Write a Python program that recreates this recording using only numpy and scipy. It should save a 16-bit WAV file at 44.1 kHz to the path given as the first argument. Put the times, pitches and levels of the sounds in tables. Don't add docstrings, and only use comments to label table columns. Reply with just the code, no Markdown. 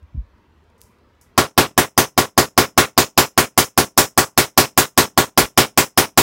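import sys
import numpy as np
from scipy import signal
from scipy.fft import rfft, irfft
from scipy.io import wavfile
from scipy.ndimage import uniform_filter1d

SR = 44100
rng = np.random.default_rng(int(sys.argv[2]) if len(sys.argv) > 2 else 0)


def wav_out(sig):
    wavfile.write(sys.argv[1], SR, np.round(np.clip(np.atleast_2d(sig).T, -1, 1) * 32767).astype(np.int16))


def attenuation_scalar(level_db):
    decades = np.asarray(level_db, float) / 20
    return 10 ** decades


N = 274302

# frequency [Hz], starting level [dB per Hz], t60 [s],
# share that is the same for every spark [0-1].
ROOM_TAIL = [(40, -13, 1, 1), (123, -10, 1, 0.5), (403, 0.5, 0.34, 1), (990, 4.5, 0.27, 0.4),
             (1450, 7, 0.21, 0.97), (2790, -1.5, 0.26, 0), (5030, 0.5, 0.19, 0.06), (9700, -4, 0.17, 0.5),
             (13200, -5, 0.15, 0), (16500, -4.5, .16, 1)]


def evened(x):
    return x / np.sqrt(np.mean(x ** 2) + 1e-20)


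def read(points, hz, axis=1):
    table = np.array(points)
    return np.interp(np.log(hz + 1), np.log(table[:, 0] + 1), table[:, axis])


def add(mix, s, sound):
    part = mix[round(s * SR):][:len(sound)]
    part += sound[:len(part)]


def filtered(x, hz, kind, order=2):
    return signal.sosfilt(signal.butter(order, hz, kind, fs=SR, output="sos"), x)


def air_noise():
    # frequency [Hz], level [dB per Hz].
    spectrum = [(20, -25.5), (45, -6), (80, -6), (120, -14), (220, -13.5), (400, -15), (600, -19.5),
                (730, -26.5), (950, -17), (1400, -24), (2500, -30), (5000, -39), (9000, -51), (16000, -51)]
    level_db, rise_db_per_s = -57, 1.5
    frames, hz = N // 512 + 5, np.fft.rfftfreq(2048, 1 / SR)
    real, imag, patches = rng.standard_normal((frames, 1025, 3)).T
    patches = evened(uniform_filter1d(uniform_filter1d(patches, 3, 0), 10, 1))
    swell = uniform_filter1d(rng.standard_normal(real.shape), size=90, axis=0)
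    swell = evened(uniform_filter1d(swell, size=9, axis=1))
    level = attenuation_scalar(read(spectrum, hz)[:, None] + 2.9 * patches + 0.5 * swell)
    air = signal.istft((real + 1j * imag) * level, nperseg=2048, noverlap=1536)[1][:N]
    rise_db = rise_db_per_s * np.minimum(np.arange(N) / SR - 1, .5)
    return attenuation_scalar(level_db + rise_db) * evened(air)


def drone():
    drone_hz, width_hz, level_db = 78, 4.7, -64
    wobble = filtered(rng.standard_normal((2, N)), width_hz, "low", order=1)
    envelope = 1.6 + evened(wobble[0]) + 1j * evened(wobble[1])
    tone = (envelope * np.exp(2j * np.pi * drone_hz * np.arange(N) / SR)).real
    return attenuation_scalar(level_db) * evened(tone)


def rustle():
    # start [s], level [dB].
    crackles = [
        (.028, -60),
        (.38, -66),
        (.58, -65),
        (.64, -63),
        (.70, -59),
        (.985, -61),
        (1.15, -67),
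    ]
    t, out = np.arange(600) / SR, np.zeros(N)
    puffs = rng.standard_normal((len(crackles), len(t)))
    for (s, db), puff in zip(crackles, puffs):
        add(out, s, attenuation_scalar(db - 60 * t / .025) * puff)
    return filtered(out, [1500, 6000], "band", order=1)


def bumps():
    # start [s], level [dB], starting pitch [Hz], length [s].
    knock = [
        (.125, -40, 73, .02),
        (.1445, -22.5, 118, .021),
        (.148, -39, 275, 0.018),
        (.1645, -17, 78, 0.063),
        (.166, -36, 169, 0.041),
        (.17, -38, 250, 0.025),
        (.205, -44, 182, 0.02),
        (.262, -47, 62, .035),
    ]
    # start [s], level [dB], starting pitch [Hz], length [s].
    shifts = [
        (.019, -36, 76, 0.048),
        (.224, -38, 74, 0.035),
        (.328, -48, 68, 0.04),
        (.564, -46, 70, 0.044),
        (5.40, -28, 54, .08),
    ]
    out = np.zeros(N)
    for table, sag_octaves_per_s in ((knock, 18), (shifts, 0.7)):
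        for s, db, hz, length_s in table:
            u = np.arange(0, 1, 1 / (length_s * SR))
            turns = np.cumsum(hz * 2 ** (-sag_octaves_per_s * length_s * u)) / SR
            push = np.sin(2 * np.pi * turns) * np.sin(np.pi * u ** 0.66) ** 1.6
            add(out, s, -attenuation_scalar(db) * push)
    return out


def ticks():
    # start [s], click level [dB], hiss level [dB], hiss t60 [s].
    contacts = [
        (.78, -56, -60, .15),
        (.806, -46, -50, 0.037),
        (.8122, -43, -66, .05),
        (0.8159, -18.5, -49.5, 0.35),
        (.837, -35, -68, .1),
        (1.2122, -48, -42, .03),
        (1.2135, -49, -50, 0.23),
    ]
    t, out = np.arange(12000) / SR, np.zeros(N)
    hisses = filtered(rng.standard_normal((len(contacts), len(t))), 4900, "high", order=10)
    hisses = filtered(hisses, 9000, "low", order=1)
    click = filtered(1. * (t == 0), 3600, "high")
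    for (s, click_db, hiss_db, t60_s), hiss in zip(contacts, hisses):
        add(out, s, attenuation_scalar(click_db) * click + attenuation_scalar(hiss_db - 60 * t / t60_s) * hiss)
    return out


def early_echoes(t):
    # delay [s], level [dB].
    arrivals = [
        (0, 4),
        (.0013, 13.5),
        (.0029, 5.5),
        (.0057, 2),
        (.0084, 3.5),
        (0.0122, 13.5),
        (0.0128, 24.5),
        (.0362, 7.5),
    ]
    crack_s, level_db = 0.00033, -9
    u = t[:200] / crack_s
    crack, out = (1 - u / 2) * np.exp(-u / 2), np.zeros(len(t))
    for s, db in arrivals:
        add(out, s, attenuation_scalar(db + level_db) * crack)
    return filtered(out, 1300, "high")


def room_modes(t):
    # frequency [Hz], level [dB], t60 [s],
    # side [+1 if coil and microphone lie on like sides of the nodes, else -1].
    modes = [(76.6, -20.7, 0.17, 1), (98.7, -28.4, 0.3, -1), (126.9, -18.4, 0.18, -1),
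             (155.3, -20.8, 0.18, -1), (188.7, -16.0, 0.07, 1), (235.8, -13.2, 0.12, -1),
             (287.0, -17.3, 0.21, 1), (306.0, -14.5, 0.07, -1), (360.2, -12.1, 0.15, 1),
             (376.5, -18.0, 0.13, -1), (416.5, -24.8, 0.35, 1), (429.7, -20.8, 0.14, -1),
             (460.3, -29.1, 0.28, -1), (495.9, -26.1, 0.35, 1), (552.8, -25.8, 0.3, 1),
             (588.4, -19.2, 0.15, -1), (616.6, -26.2, 0.19, 1), (657.7, -23.1, 0.23, -1),
             (738.8, -14.6, 0.13, 1), (753.8, -31.1, 0.35, 1), (783.9, -19.9, 0.15, -1),
             (830.6, -11.4, 0.07, 1), (943.8, -27.4, 0.23, 1), (1013.9, -2.0, 0.09, -1),
             (1015.7, -2.5, 0.11, 1), (1032.7, -30.0, 0.29, 1), (1086.7, -11.9, 0.08, 1),
             (1118.0, -21.6, 0.18, -1)]
    # frequency [Hz], level [dB], t60 [s].
    lingering = [(137, -31, .3), (422, -29, .38), (1110, -24, .2), (528, -29, .38), (1238, -31, .25),
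                 (1378, -32, .25)]
    level_db, t60_scale, longest_s = 4, 0.81, 0.23
    ring = np.zeros(len(t))
    for hz, db, t60_s, side in modes:
        decay_db = 60 * t / min(t60_s * t60_scale, longest_s)
        ring += side * attenuation_scalar(db - decay_db) * np.sin(2 * np.pi * hz * t)
    for k, (hz, db, t60_s) in enumerate(lingering):
        ring += (-1) ** k * attenuation_scalar(db - 60 * t / t60_s) * np.sin(2 * np.pi * hz * t)
    return attenuation_scalar(level_db) * ring


def diffuse(noise):
    fresh_db, fresh_s = 2, 0.051
    hz, t, z = signal.stft(noise, SR, nperseg=256)
    first_db = fresh_db * np.outer(hz / 12000, np.exp(-t / fresh_s))
    z = z * attenuation_scalar(first_db - 60 * t / read(ROOM_TAIL, hz, axis=2)[:, None])
    return signal.istft(z, SR, nperseg=256)[1][..., :noise.shape[-1]]


def spark_tails(treble_db, size):
    grain_db, level_db = 1, -5
    t, hz = np.arange(size) / SR, np.fft.rfftfreq(size, 1 / SR)
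    same = np.clip(read(ROOM_TAIL, hz, axis=3), 0, 1)
    rays, weights = rng.standard_normal((2, len(treble_db) + 1, size))
    grain = evened(uniform_filter1d(weights, size=12, axis=1))
    rays = evened(rays * attenuation_scalar(grain_db * grain))
    fixed, fresh = rfft(rays[0]), rfft(rays[1:])
    lobes = evened(uniform_filter1d(rng.standard_normal(fresh.shape), size=400, axis=1))
    tilt_db = (np.array(treble_db)[:, None] + 2) * np.clip(hz / 7000, 0, 1)
    colour = attenuation_scalar(read(ROOM_TAIL, hz) + tilt_db + 1.28 * lobes)
    tails = diffuse(irfft((same * fixed + np.sqrt(1 - same ** 2) * fresh) * colour))
    thicken = 1 - 0.48 * np.exp(-t / 0.0035)
    return tails * attenuation_scalar(level_db) * thicken


def sparks():
    treble_db = [-3.5, -2.5, -1.1, 0, -1.5, -1.5, -1.5, -0.5, 0, 2.5, 0.5, 4, 0, 4, 2.5, 2.5, 1.5, 4.5, 1.5,
                 0, 2.5, 0.5, 3, 1.5, 2.5]
    first_s, period_s, jitter_s = 1.37745, 0.19991, 0.0001
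    strength_db, uneven_db, fork_spread_s = -0.16, -1.6, 0.0001
    size, out = 16384, np.zeros(N)
    t = np.arange(size) / SR
    early = early_echoes(t) + room_modes(t)
    tails = spark_tails(treble_db, size)
    draws = rng.uniform(0, 1, (len(treble_db), 6))
    for k, (tail, (late, big, *forks)) in enumerate(zip(tails, draws)):
        fork_delays = (np.square(forks) * fork_spread_s * SR).astype(int)
        smear = np.bincount(fork_delays) / len(forks)
        s = first_s + k * period_s - 2 * jitter_s * late
        db = strength_db + 2 * uneven_db * (big - .5)
        add(out, s, attenuation_scalar(db) * (np.convolve(early, smear)[:size] + tail))
    return out


def scene():
    return (sparks() + bumps() + ticks() + air_noise() + drone() + rustle())[None]


def overload(x):
    ceiling_db, drive_db, bass_hz = -1.8, 2, 43.5
    bent = np.tanh((attenuation_scalar(drive_db) * abs(x)) ** 1.587) ** (1 / 1.601)
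    return filtered(attenuation_scalar(ceiling_db) * bent * np.sign(x), bass_hz, "high", order=2)


def suppress(x):
    # frequency [Hz], part of running average counted as noise [dB], deepest cut [dB].
    bands = [(60, -15.5, -4.5), (300, -18.5, -12), (1000, -19, -4.5), (2500, -16, -8), (4870, -14, -10),
             (5070, -23.5, -7), (9000, -22, -12.5), (16000, -25.5, -7.5)]
    # tail level under the running average [dB], cut [dB].
    drops = [(-10, -9), (-19, -7)]
    split_hz, memory_s, soft_db, split_ring = 5050, 0.31, 0.5, .0006
    hz, t, z = signal.stft(x, SR, nperseg=441, noverlap=294)
    low = hz < split_hz
    power = (abs(z[:, (hz > 500) & low]) ** 2).mean(1, keepdims=True)
    decisions = np.minimum(np.arange(len(t)) // 3 * 3 + 1, len(t) - 1)
    power = uniform_filter1d(power, size=3, axis=2)[..., decisions] + 1e-20
    r = np.exp(-.01 / 3 / memory_s)
    usual = signal.lfilter([1 - r], [1, -r], power)
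    under_db = 10 * np.log10(power / usual)
    step_db = sum(db * (.5 + .5 * np.tanh((at_db - under_db) / soft_db)) for at_db, db in drops)
    noise = usual * attenuation_scalar(2 * read(bands, hz))[:, None]
    deepest = attenuation_scalar(read(bands, hz, axis=2))[:, None]
    gain = deepest + (1 - deepest) * power / (power + noise)
    z = z * gain * attenuation_scalar(step_db * low[:, None])
    x = signal.istft(z, SR, nperseg=441, noverlap=294)[1][:, :N]
    split = np.cos(2 * np.pi * split_hz * np.arange(-441, 442) / SR)
    return x + split_ring * signal.oaconvolve(x, split[None], "same")


def top_cut(x):
    return signal.sosfilt(signal.butter(12, 16820, fs=SR, output="sos"), x)


def record(dry):
    x = suppress(overload(dry))
    edge = signal.firwin(255, 15900, window=("kaiser", 7), fs=SR)
    mix = signal.oaconvolve(x, edge[None], "same")
    return top_cut(mix)


dry = scene()
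out = record(dry)
wav_out(out)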